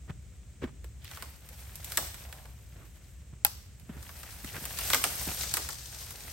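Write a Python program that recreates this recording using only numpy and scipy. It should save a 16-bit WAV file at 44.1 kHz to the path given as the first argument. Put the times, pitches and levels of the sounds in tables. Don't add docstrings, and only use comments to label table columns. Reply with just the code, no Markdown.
import sys
import numpy as np
from scipy import signal
from scipy.fft import rfft, irfft, next_fast_len
from scipy.io import wavfile
from scipy.ndimage import map_coordinates

SR = 44100
rng = np.random.default_rng(int(sys.argv[2]) if len(sys.argv) > 2 else 0)


def master_out(mix):
    frames = np.transpose(np.atleast_2d(mix))
    ceiling = np.clip(frames, -1, 1)
    pcm = np.round(ceiling * 32767).astype(np.int16)
    wavfile.write(sys.argv[1], SR, pcm)


N = 278925

# level_db at a firm pull, growth_db_per_db of drag
SCRAPE_LAW = (-53, 0.75)


def amp(db):
    return 10 ** (np.asarray(db) / 20)


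def unit(x):
    return x / np.sqrt(np.mean(x ** 2) + 1e-20)


def along(points, hz):
    knots_hz, values = np.transpose(points)
    return np.interp(np.log(hz + 1), np.log(knots_hz), values)


def wobble(rate_hz):
    knots = rng.standard_normal(int(N * rate_hz / SR) + 4)
    return map_coordinates(knots, [np.arange(N) * rate_hz / SR])


def filtered(x, response):
    size = next_fast_len(N + SR // 2)
    return irfft(rfft(x, size) * response(np.fft.rfftfreq(size, 1 / SR)), size)[..., :N]


def coloured(x, gain_db):
    size = 2048
    cepstrum = irfft(np.log(amp(gain_db(np.fft.rfftfreq(size, 1 / SR)))))
    cepstrum[1:size // 2] *= 2
    cepstrum[size // 2 + 1:] = 0
    impulse_response = irfft(np.exp(rfft(cepstrum)))
    return signal.fftconvolve(x, impulse_response[None], axes=1)[:, :N]


def add(track, start_s, sound):
    part = track[..., max(round(start_s * SR), 0):][..., :sound.shape[-1]]
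    part += sound[..., :part.shape[-1]]


def spread(pair, spectrum):
    # frequency_hz, coherence
    coherence = [(60, 0.91), (150, 0.93), (700, 0.6), (1400, 0.72), (2600, 0.46), (5000, 0.38),
                 (15000, 0.17)]

    def response(hz):
        angle = np.arccos(np.clip(along(coherence, hz), -1, 1)) / 2
        return amp(along(spectrum, hz)) * np.array([np.cos(angle), np.sin(angle)])

    mid, side = filtered(pair, response)
    return unit(np.array([mid + side, mid - side]))


def right_first(x):
    return np.array([np.pad(x, (11, 0))[:len(x)], x])


def grains(rate_hz, scatter_db, t60_s, blur):
    sizes = amp(scatter_db * np.minimum(rng.exponential(size=N), 4))
    contacts = sizes * (rng.random(N) < rate_hz / SR)
    t = np.arange(SR // 20) / SR
    power = np.abs(signal.fftconvolve(contacts ** 2, amp(-60 * t / t60_s) ** 2)[:N])
    return rng.standard_normal((2, N)) * np.sqrt(power / power.mean() + blur ** 2)


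def air():
    # frequency_hz, gain_db
    rumble_spectrum = [(20, -16.5), (30, -32), (40, -15), (52, -3), (66, 4), (82, -4.5), (120, -8),
                       (165, -15), (240, -24.5), (330, -29.5), (600, -34), (1200, -60)]
    hiss_spectrum = [(300, 5), (1000, -1), (2200, 3.5), (4700, -2.5), (8000, 7.5), (9200, 0), (12000, -17),
                     (15500, -7.5)]
    rumble = spread(rng.standard_normal((2, N)), rumble_spectrum) * amp(-48.0 + 0.47 * wobble(3.65))
    hiss = spread(rng.standard_normal((2, N)), hiss_spectrum) * amp(-63.5)
    return rumble + hiss


def thuds():
    # start_s, thud_db, nominal_pitch_hz, crunch_db
    impacts = [(0.1, -29, 115, -47), (0.622, -38, 407, -44.5), (0.636, -28.5, 321, -42.5),
               (0.646, -34, 258, -41.5), (0.843, -52, 427, -57), (3.33, -41, 130, -66),
               (3.896, -31.5, 187, -45.5), (4.444, -38.5, 236, -47.5), (4.620, -40.5, 172, -48.5),
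               (5.273, -33.5, 201, -42.5)]
    # centre_s, half_length_s, level_db
    scuffs = [(0.094, 0.014, -46), (0.63, 0.011, -43), (0.685, 0.016, -50.5), (2.803, 0.058, -52.5),
              (3.346, 0.027, -63.5), (3.958, 0.054, -49), (4.561, 0.023, -39.5), (5.29, 0.023, -45.5)]
    # frequency_hz, gain_db
    litter_spectrum = [(100, 11), (380, 2), (700, -4.5), (1600, -4), (3000, -12), (4800, -23.5),
                       (14000, -31)]
    t = np.arange(SR // 8) / SR
    glide = 0.64 + 0.98 * np.exp(-t / 0.0058)
    push = (t / 0.0035) * np.exp(1 - t / 0.0038)
    crush = (t / 0.0035) * np.exp(1 - t / 0.005)
    soil, pressure = np.zeros((2, N))
    for start_s, thud_db, nominal_pitch_hz, crunch_db in impacts:
        turns = nominal_pitch_hz * np.cumsum(glide) / SR
        add(soil, start_s, amp(thud_db) * push * np.sin(2 * np.pi * turns))
        add(pressure, start_s - .005, amp(crunch_db) * crush)
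    for centre_s, half_length_s, level_db in scuffs:
        pressure += amp(level_db) * np.exp(-((np.arange(N) / SR - centre_s) / half_length_s) ** 2)
    litter = spread(grains(rate_hz=870, scatter_db=6.0, t60_s=0.022, blur=1.0), litter_spectrum)
    return soil + pressure * litter


def forest(x):
    # frequency_hz, t60_s
    decay_times = [(150, 0.47), (700, 0.39), (2000, 0.78), (6000, 0.57), (12000, 0.46), (16000, 0.53)]
    colour = [(200, -2), (850, -2), (1800, -8), (6000, 1), (9000, -1.5), (12000, -1)]
    echo = np.zeros((2, N))
    step = SR // 4
    for start in range(0, N, step):
        hz, t, noise = signal.stft(rng.standard_normal((2, SR * 3 // 4)), SR, nperseg=256)
        envelope = amp(-60 * t / along(decay_times, hz)[:, None]) * (1 - np.exp(-t / 0.00298))
        tail = signal.istft(noise * envelope, SR, nperseg=256)[1]
        tail /= np.linalg.norm(tail[0])
        add(echo, start / SR, signal.fftconvolve(x[:, start:start + step], tail, axes=1))
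    return coloured(echo, lambda hz: along(colour, hz))


def dragged(t, level_db, growth):
    # time_s, drag_db
    drag = [(0.95, -76), (1.14, -52.5), (1.42, -62.9), (1.6, -52.5), (1.72, -56.5), (1.96, -46.5),
            (2.2, -53.5), (2.62, -66.5), (3.05, -67), (3.38, -76.5), (3.82, -71.5), (4.04, -54.5),
            (4.28, -50), (4.4, -50.5), (4.7, -45), (4.88, -35.5), (5.12, -39), (5.44, -37.5), (5.76, -47.5),
            (5.94, -46), (6.06, -48.5), (6.25, -47.5)]
    firm_pull_db = -50
    return level_db + growth * (np.interp(t, *np.transpose(drag)) - firm_pull_db)


def thin_twigs(count):
    start_s = (np.arange(count) + rng.random(count)) / count * N / SR
    tear, ring, octave = rng.standard_normal((count, 3)).T
    scrape_db = dragged(start_s, *SCRAPE_LAW)
    fracture_db = scrape_db + 13.5 + 2.5 * tear
    wood_db = scrape_db - 3 + 2.5 * ring
    pitch_hz = 1745 * 2 ** (0.351 * octave)
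    return list(zip(start_s, fracture_db, wood_db, pitch_hz))


def fracture(t, tear_s, splinter_db, splinter_t60_s):
    tear = rng.standard_normal(len(t)) * (t / tear_s) * np.exp(-t / tear_s)
    envelope = amp(-60 * t / splinter_t60_s) * (1 - np.exp(-t / tear_s))
    splinters = rng.standard_normal((2, len(t))) * envelope
    return right_first(unit(tear)) + amp(splinter_db) * unit(splinters)


def wood(t, pitch_hz, octaves=0.65, t60_cycles=75, rise_cycles=0.7, width=0.11, limb_db=-13.5, count=64):
    octave = np.linspace(-2.8, 1.5, count)[:, None] + .04 * rng.standard_normal((count, 1))
    strength = (np.exp(-(octave / octaves) ** 2 / 2) + amp(limb_db) * (octave < 0)) * 2 ** (octave / 2)
    turns = pitch_hz * 2 ** octave * t
    envelope = amp(-60 * turns / t60_cycles) * (1 - np.exp(-turns / rise_cycles))
    modes = strength * envelope * np.sin(2 * np.pi * (turns + rng.random((count, 1))))
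    mid, side = modes.sum(0), rng.standard_normal(count) @ modes
    return unit(unit(mid) + width * unit(side) * np.array([[1], [-1]]))


def cracks():
    # start_s, fracture_db, wood_db, pitch_hz
    breaks = [(0.8423, -38, -56, 1580), (1.044, -34, -52.5, 2300), (1.1122, -33, -45.5, 1660),
              (1.1715, -39, -43.5, 1286), (1.2226, -27, -39, 1400), (1.4878, -33, -56, 1880),
              (1.7546, -27, -62, 2300), (1.8437, -23.5, -63, 2170), (1.919, -22.5, -41.5, 2090),
              (1.972, -8, -29.5, 2195), (1.9761, -28, -30.5, 1450), (1.984, -40, -36.5, 700),
              (2.1422, -30, -47.5, 1970), (2.325, -31, -45, 2190), (2.4543, -42, -52, 1114),
              (2.8542, -48, -67, 1620), (3.4639, -18, -40, 1330), (3.797, -41.5, -75, 1900),
              (4.0265, -32.5, -54.5, 1404), (4.0904, -46, -45, 1637), (4.2309, -31, -45, 1450),
              (4.4444, -28, -45, 2220), (4.5637, -44, -40, 1856), (4.6524, -20, -42, 2300),
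              (4.7869, -17.5, -37, 1650), (4.9005, -13, -29.5, 1805), (4.9321, -10, -20.5, 2287),
              (4.944, -8, -24, 1596), (5.039, -10, -25.5, 1800), (5.046, -40, -31.5, 850),
              (5.4322, -25, -38, 2134), (5.5383, -10, -34.5, 1763), (5.5684, -15.5, -30.5, 1643),
              (5.575, -40, -37.5, 798), (5.688, -22, -38, 1400), (5.7287, -25.5, -51, 1400),
              (6.1059, -28, -51, 1680)]
    # frequency_hz, gain_db
    fracture_spectrum = [(600, -35), (2500, -11.5), (6500, -9), (8500, -4), (12000, -2.5), (15500, -8)]
    fibre_spectrum = [(900, -26), (1900, -2.5), (2900, -0.5), (3900, -4.5), (5200, -4), (8000, -22),
                      (14000, -34)]
    t = np.arange(SR // 10) / SR
    tears, fibres, rings = np.zeros((3, 2, N))
    for start_s, fracture_db, wood_db, pitch_hz in list(breaks) + thin_twigs(count=36):
        tear = fracture(t, tear_s=0.00038, splinter_db=2.5, splinter_t60_s=0.042)
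        crunch = fracture(t, tear_s=0.0009, splinter_db=-0.5, splinter_t60_s=0.022)
        add(tears, start_s + 0.0007, amp(fracture_db - 20) * tear)
        add(fibres, start_s + 0.00097, amp(wood_db - 9.5) * crunch)
        add(rings, start_s + 0.000984, amp(wood_db - 13) * wood(t, pitch_hz))
    tears = coloured(tears, lambda hz: along(fracture_spectrum, hz))
    fibres = coloured(fibres, lambda hz: along(fibre_spectrum, hz))
    return tears + fibres + rings


def in_bushes(t, deepest_s=5.63, sink_s=0.24, release_s=0.58):
    return np.exp(-((t - deepest_s) / np.where(t < deepest_s, sink_s, release_s)) ** 2)


def crown():
    # frequency_hz, gain_db
    scrape_spectrum = [(120, 11), (300, -3.5), (700, 3.5), (1100, -1.5), (1600, 1), (2600, 0.5), (4000, -5),
                       (8000, -42)]
    brush_spectrum = [(1200, -17.5), (2600, -9.5), (4200, -2.5), (5700, -0.5), (7200, -3), (9500, -3),
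                      (15000, -39)]
    fizz_spectrum = [(3000, -29), (6500, -17), (8400, 5.5), (12000, 9), (15500, 3.5)]
    t = np.arange(N) / SR
    surge_db = 1.3 * wobble(30)
    depth = in_bushes(t)
    scrape_db = dragged(t, *SCRAPE_LAW) + surge_db - 4 * depth
    brush_db = dragged(t, level_db=-53, growth=1.03) + surge_db + 3.5 * depth
    fizz_db = dragged(t, level_db=-47.5, growth=1.0) + surge_db - 4 * depth
    leftward_db = 1.84 * np.array([[1], [-1]])
    scrape = spread(grains(rate_hz=150, scatter_db=4.0, t60_s=0.043, blur=1.0), scrape_spectrum)
    brush = spread(grains(rate_hz=240, scatter_db=4.0, t60_s=0.034, blur=1.22), brush_spectrum)
    fizz = spread(grains(rate_hz=340, scatter_db=3.0, t60_s=0.015, blur=1.27), fizz_spectrum)
    return scrape * amp(scrape_db) + brush * amp(brush_db + leftward_db) + fizz * amp(fizz_db)


def creaks():
    # centre_s, half_length_s, level_db, pitch_hz
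    bends = [(1.069, 0.04, -54, 3360), (1.18, 0.095, -55, 1890), (1.512, 0.018, -61.5, 536),
             (2.03, 0.054, -50.5, 720), (2.34, 0.16, -60, 750), (4.286, 0.034, -54.5, 2200),
             (4.488, 0.022, -48.5, 2800), (4.565, 0.027, -47, 1600), (4.81, 0.038, -42, 2800),
             (4.934, 0.0075, -27, 3600), (5.28, 0.014, -43, 650)]
    skirt_db_per_octave = -12.5
    t = np.arange(N) / SR
    slips = grains(rate_hz=400, scatter_db=3.6, t60_s=0.014, blur=0.65)
    out = np.zeros((2, N))
    for centre_s, half_length_s, level_db, pitch_hz in bends:
        resonance = [(pitch_hz * 2 ** k, skirt_db_per_octave * abs(k)) for k in range(-4, 5)]
        swell = amp(level_db) * np.exp(-((t - centre_s) / half_length_s) ** 2)
        out += spread(slips, resonance) * swell
    return out


def snap(start_s):
    # pitch_hz, level_db, t60_s
    modes = [(690, -40, 0.067), (826, -21, 0.05), (1370, -31, 0.043), (1586, -28.5, 0.033),
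             (2540, -21.5, 0.037), (3210, -8.5, 0.0041), (4800, -15, 0.0035), (9040, 2, 0.0027),
             (11660, 9, 0.0024), (12500, -19, .007)]
    colour = [(350, -23.5), (800, -11.0), (3000, -12.5), (8500, -12), (15000, -9)]
    t = np.arange(SR // 6) / SR
    ring, spray = np.zeros((2, 2, N))
    for pitch_hz, level_db, t60_s in modes:
        envelope = amp(level_db - 60 * t / t60_s) * (1 - np.exp(-pitch_hz * t / 2.9))
        mode = envelope * np.sin(2 * np.pi * (pitch_hz * t + rng.random()))
        add(ring, start_s, right_first(mode) if pitch_hz > 2000 else mode)
    splinters = rng.standard_normal((2, len(t))) * (1 - np.exp(-t / .0004)) * amp(-60 * t / .026)
    add(spray, start_s, splinters)
    return ring + coloured(spray, lambda hz: along(colour, hz))


def bang(start_s):
    colour = [(350, -19), (800, 1.5), (2500, -2.5), (5500, 1.5), (8500, -11), (11800, 3), (15500, -11)]
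    impulse = np.zeros((2, N))
    impulse[:, round(start_s * SR)] = 1
    return coloured(impulse, lambda hz: along(colour, hz))


def scene():
    snap_s = 3.4484
    twigs, steps = cracks(), thuds()
    echo = forest(amp(-4.5) * (twigs + bang(snap_s)) + amp(-14.5) * steps)
    return twigs + snap(snap_s) + steps + echo + crown() + creaks() + air()


def record(dry):
    # centre_hz, half_width_hz, depth_db
    notches = [(10237, 540, 31), (13600, 610, 13)]
    low_hz, top_hz = 36, 16100

    def dips_db(hz):
        return -sum(depth_db * np.exp(-((hz - centre_hz) / half_width_hz) ** 2)
                    for centre_hz, half_width_hz, depth_db in notches)

    bass_cut = signal.sosfilt(signal.butter(4, low_hz, "high", fs=SR, output="sos"), dry)
    notched = coloured(bass_cut, dips_db)
    return filtered(notched, lambda hz: np.clip((top_hz - hz) / 300 + .5, 0, 1))


dry = scene()
out = record(dry)
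master_out(out)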